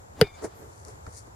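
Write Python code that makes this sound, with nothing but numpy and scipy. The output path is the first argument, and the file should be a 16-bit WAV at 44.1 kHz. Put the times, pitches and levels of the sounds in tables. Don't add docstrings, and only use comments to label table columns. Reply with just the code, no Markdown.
import sys
import numpy as np
from scipy import signal
from scipy.fft import rfft, irfft
from scipy.io import wavfile
from scipy.ndimage import uniform_filter1d

SR = 44100
rng = np.random.default_rng(int(sys.argv[2]) if len(sys.argv) > 2 else 0)


def waveform_to_disk(signal):
    frames = np.transpose(np.atleast_2d(signal))
    scaled = np.clip(frames, -1, 1) * 32767
    samples = np.round(scaled).astype(np.int16)
    wavfile.write(sys.argv[1], SR, samples)


N = 59535
T = np.arange(N) / SR
HIT_S = .2128


def amp(db):
    return 10 ** (np.asarray(db) / 20)


def unit_rms(x):
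    return x / np.sqrt(np.mean(x ** 2) + 1e-20)


def curve_at(points, hz):
    freq_hz, value = np.transpose(points)
    return np.interp(np.log(hz + 1), np.log(freq_hz + 1), value)


def sides(pan_db):
    return amp(np.array([[.5], [-.5]]) * pan_db)


def noise(spectrum, pan, coherence, grain_db=0):
    hz = np.fft.rfftfreq(N, 1 / SR)
    white = rng.standard_normal((2, N))
    grain = amp(grain_db * np.minimum(rng.exponential(1, N), 5))
    left, independent = rfft(white * grain)
    shared = np.clip(curve_at(coherence, hz) if np.ndim(coherence) else coherence, -1, 1)
    right = shared * left + np.sqrt(1 - shared ** 2) * independent
    gain = amp(curve_at(spectrum, hz)) * sides(curve_at(pan, hz) if np.ndim(pan) else pan)
    return unit_rms(irfft(np.array([left, right]) * gain, N))


def tick(start_s, spectrum, pan):
    hz = abs(np.fft.fftfreq(2048, 1 / SR))
    log_gain = np.log(amp(curve_at(spectrum, hz)) * sides(curve_at(pan, hz)))
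    pulse = np.fft.ifft(np.exp(np.conj(signal.hilbert(log_gain)))).real
    out = np.zeros((2, N))
    at = int(round(start_s * SR))
    out[:, at:at + pulse.shape[1]] = pulse
    return out / np.sqrt(np.sum(out ** 2) / 2)


def decay(start_s, attack_s, hold_s, t60_s):
    age = T - start_s
    return np.clip(age / attack_s, 0, 1) * amp(-60 * np.maximum(age - attack_s - hold_s, 0) / t60_s)


def swell(peak_s, rise_s, fall_s):
    return np.exp(-np.maximum((peak_s - T) / rise_s, (T - peak_s) / fall_s))


def tone(start_s, hz):
    return np.sin(2 * np.pi * np.cumsum(hz * (T >= start_s)) / SR)


def wander(samples):
    return unit_rms(uniform_filter1d(uniform_filter1d(rng.standard_normal(N), samples), samples))


# freq_hz, density_db (relative level per hertz)
SNAP_SPECTRUM = [(300, -22), (900, -7.5), (1500, -10), (2300, -8.5), (3100, 7.5), (3800, 0.5), (4600, 2.5),
                 (5600, -9.5), (6800, -17.5), (8200, -11.5), (9400, -8.5), (12500, -7), (14500, -16),
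                 (16000, -36.5)]
CRACK_SPECTRUM = [(300, -11.5), (800, 6), (1100, 3), (1400, 7), (2000, 5.5), (2500, -3.5), (3050, 3.5),
                  (3800, -7), (4700, -6), (6500, -21.5), (9500, -15.5), (12500, -20), (15000, -27),
                  (16500, -35.5)]
# freq_hz, pan_db
CRACK_BALANCE = [(700, -13.5), (1500, 7.5), (3100, 2.5), (4700, 20), (7000, 13), (8200, -6), (9400, -18),
                 (11000, 8), (15000, -6)]
# pitch_hz, level_db (relative), t60_s, pan_db
IMPACT_MODES = [(748, -29, 0.08, -7), (1373, -31.5, 0.036, 11), (1434, -29.5, 0.072, -3),
                (1760, -26, 0.058, 3.5), (2006, -26, 0.055, 10.5), (2293, -31, 0.05, -8),
                (2694, -36, .06, 3.5), (2944, -25, 0.052, 8), (3394, -29, 0.044, -3.5),
                (3763, -32.5, .055, -1.5), (4310, -34, .04, 9), (4740, -32, .04, 11.5)]


def crack():
    snap_s, rebound_s, echo_s, right_lag_s = .21305, .0008, .0033, .00006
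    snap = -amp(-.5) * tick(snap_s, SNAP_SPECTRUM, CRACK_BALANCE)
    rebound = amp(-3.5) * tick(snap_s + rebound_s, SNAP_SPECTRUM, CRACK_BALANCE)
    body_echo = -amp(-5.5) * tick(snap_s + echo_s, SNAP_SPECTRUM, CRACK_BALANCE)
    burst = amp(-20) * noise(CRACK_SPECTRUM, CRACK_BALANCE, .6) * decay(HIT_S, .00032, .0034, .041)
    ring = np.zeros((2, N))
    for hz, db, t60_s, pan_db in IMPACT_MODES:
        mode = np.array([tone(HIT_S, hz), tone(HIT_S + right_lag_s, hz)])
        ring += amp(db) * sides(pan_db) * mode * decay(HIT_S, .0005, 0, t60_s)
    scatter = amp(-38.5) * noise(CRACK_SPECTRUM, CRACK_BALANCE, .34) * decay(HIT_S, .005, .006, .13)
    return snap + rebound + body_echo + burst + ring + scatter


def paddle():
    age = np.maximum(T - HIT_S, 0)
    bend_hz = 400.2 + 125 * np.exp(-age / .01)
    push_hz = 78.7 + 182 * np.exp(-age / .012)
    bend = tone(HIT_S + .0005, bend_hz) * decay(HIT_S, .0025, .009, .049)
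    push = tone(HIT_S + .0013, push_hz) * decay(HIT_S + .0013, .0081, .0046, .019)
    return amp(-8) * bend + amp(-11.5) * push


# freq_hz, density_db
THUMP_SPECTRUM = [(20, -21.5), (60, 2), (160, -3), (260, -12), (500, -28), (2000, -72.5)]


def swing():
    rush_spectrum = [(40, 3.5), (110, -7.5), (250, -2), (450, -5), (1000, -7.5), (2500, -21.5),
                     (9000, -29), (15000, -38)]
    rush = amp(-37.5) * noise(rush_spectrum, pan=0, coherence=1.0) * swell(.21, .025, .052)
    wake = amp(-30) * noise(THUMP_SPECTRUM, pan=0, coherence=.9) * swell(.245, .008, .0085)
    return rush + wake


# pitch_hz, level_db (relative), pan_db
HOLE_TONES = [(2235, -47, 2), (2420, -43, 3), (3560, -58, 6), (3700, -51, 7), (4930, -58, 12)]
# time_s, gain_db
WHISTLE_ENVELOPE = [(.213, -14), (.243, 6), (.275, -6), (.305, -5.5), (.322, -25), (.348, -8.5),
                    (.368, -16.5), (.395, -45)]


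def whistle():
    sag_per_s = .27
    sag = 1 - sag_per_s * np.maximum(T - HIT_S, 0)
    song = np.zeros((2, N))
    for hz, db, pan_db in HOLE_TONES:
        pitch_hz = hz * sag * (1 + .0019 * wander(samples=200))
        flutter = 1 + .35 * wander(samples=300)
        song += amp(db) * sides(pan_db) * tone(HIT_S, pitch_hz) * flutter
    time_s, gain_db = np.transpose(WHISTLE_ENVELOPE)
    return song * amp(np.interp(T, time_s, gain_db)) * (T < time_s[-1])


# peak_s, rise_s, fall_s, thud_db, grass_db, weight_db
FOOTFALLS = [(.424, 0.0043, 0.014, -37, -58, -59), (.448, 0.0084, 0.015, -28.5, -41.5, -39),
             (0.626, 0.047, 0.065, -46.5, -65.5, -50), (0.889, 0.027, 0.036, -47, -53, -72),
             (1.077, 0.007, 0.013, -42.5, -77, -42), (1.275, .015, 0.019, -50, -66, -55.5)]
# peak_s, rise_s, fall_s, level_db
SHOE_BRUSHES = [(.36, 0.015, 0.036, -60), (.80, 0.16, 0.056, -60), (1.184, 0.048, 0.022, -45)]
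# start_s, energy_db
STALK_SNAPS = [(0.76, -36), (0.8506, -23), (.884, -27), (0.892, -34), (1.18, -32)]
# freq_hz, density_db
TURF_SPECTRUM = [(120, -20.5), (200, -31), (265, -6), (350, -2), (430, 2.5), (520, -6), (610, -6),
                 (850, -14.5), (1300, -19.5), (2000, -23), (3000, -42), (6000, -51)]
GRASS_SPECTRUM = [(500, -9.5), (2000, -1.5), (3100, -21), (4400, 4.5), (6500, 0.5), (9500, 8),
                  (11000, -3.5), (13000, -16), (14300, -13), (15500, -47)]
# freq_hz, pan_db
GRASS_BALANCE = [(1000, 5.5), (2400, -5.5), (4400, 2.5), (6500, 25.5), (9000, -3), (14000, 0.5)]


def feet():
    crush_lead_s = .0034
    thud, crush, weight = sum(amp(levels_db)[:, None] * swell(peak, rise, fall)
                              for peak, rise, fall, *levels_db in FOOTFALLS)
    crush = np.interp(T + crush_lead_s, T, crush)
    brush = sum(amp(db) * swell(peak, rise, fall) for peak, rise, fall, db in SHOE_BRUSHES)
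    snaps = sum(amp(db) * tick(start, GRASS_SPECTRUM, GRASS_BALANCE) for start, db in STALK_SNAPS)
    ground = thud * noise(TURF_SPECTRUM, -1.6, .48) + weight * noise(THUMP_SPECTRUM, 0, .98)
    crunch = crush * noise(GRASS_SPECTRUM, GRASS_BALANCE, .31, grain_db=2.5)
    scuff = brush * noise(GRASS_SPECTRUM, GRASS_BALANCE, .3, grain_db=4.5)
    return ground + snaps + crunch + scuff


# peak_s, rise_s, fall_s, level_db
CLOTH_RUBS = [(0.273, .005, 0.0037, -39), (.39, 0.034, 0.076, -50.5), (.517, 0.012, 0.073, -60)]
# freq_hz, density_db
CLOTH_SPECTRUM = [(100, -13.5), (300, -5.5), (950, 1), (1500, -6), (2800, -13.5), (4800, -9.5),
                  (7000, -28.5), (14000, -36.5)]
SLEEVE_SPECTRUM = [(3000, -22), (8000, -24), (10500, -2), (12500, -2), (14000, -1), (15000, -30)]


def clothes():
    zip_s, zip_hz, rise_hz_per_s = .352, 6800, 18000
    pitch_hz = zip_hz + rise_hz_per_s * np.clip(T - zip_s, -.04, .04)
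    zipping = amp(-56.5) * sides(4) * tone(0, pitch_hz) * wander(samples=45) * swell(zip_s, .018, .016)
    rub = sum(amp(db) * swell(peak, rise, fall) for peak, rise, fall, db in CLOTH_RUBS)
    rustle = rub * noise(CLOTH_SPECTRUM, pan=1, coherence=.14, grain_db=1.5)
    sleeve = amp(-65) * decay(.538, .017, .055, .39) * noise(SLEEVE_SPECTRUM, pan=0, coherence=.7)
    return zipping + rustle + sleeve


# start_s, level_db
LANDING_CONTACTS = [(1.0637, -40), (1.066, -51)]
# freq_hz, density_db
KNOCK_SPECTRUM = [(200, -4), (800, -12.5), (1250, 3.5), (1700, -0.5), (2300, -13.5), (3000, -35),
                  (4500, -16), (8000, -26), (14000, -46)]


def landing():
    envelope = sum(amp(db) * decay(start, .00088, .0011, .032) for start, db in LANDING_CONTACTS)
    return envelope * noise(KNOCK_SPECTRUM, pan=1.7, coherence=.23)


# freq_hz, density_db
FIELD_SPECTRUM = [(20, -34), (40, -15), (62, -0.5), (100, 2), (150, -9.5), (250, -17.5), (500, -10.5),
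                  (900, -10), (1500, -18.5), (2800, -32), (4500, -35), (6200, -30.5), (7300, -24),
                  (8500, -36.5), (11000, -36.5), (13500, -41.5), (14400, -45.5), (15200, -66), (17000, -80)]
# freq_hz, pan_db
FIELD_BALANCE = [(100, 2), (700, -1), (2400, 2), (4400, 11), (8000, 5), (14000, -2.5)]
# freq_hz, coherence (-1 to 1)
FIELD_COHERENCE = [(100, 0.95), (290, 0.29), (640, -0.65), (1400, -0.72), (3100, -0.65), (7000, -0.41),
                   (14000, .4)]


def field():
    level_db = -47.5 + .77 * wander(samples=2500)
    return amp(level_db) * noise(FIELD_SPECTRUM, FIELD_BALANCE, FIELD_COHERENCE)


def scene():
    hit = amp(5) * (crack() + paddle())
    return hit + swing() + whistle() + feet() + clothes() + landing() + field()


def record(dry):
    threshold_db, recovery_db_per_s, cutoff_hz = -9.5, 33, 16500
    power_db = 10 * np.log10(abs(uniform_filter1d((dry ** 2).mean(0), size=130)) + 1e-12)
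    recovery_db = T * recovery_db_per_s
    held_db = np.maximum.accumulate(power_db + recovery_db) - recovery_db
    reduction_db = uniform_filter1d(np.maximum(held_db - threshold_db, 0), size=60)
    ducked = np.clip(dry * amp(-reduction_db), -1, 1)
    lowpass = signal.firwin(255, cutoff_hz, window=("kaiser", 9), fs=SR)
    return signal.oaconvolve(ducked, lowpass[None], "same")


dry = scene()
out = record(dry)
waveform_to_disk(out)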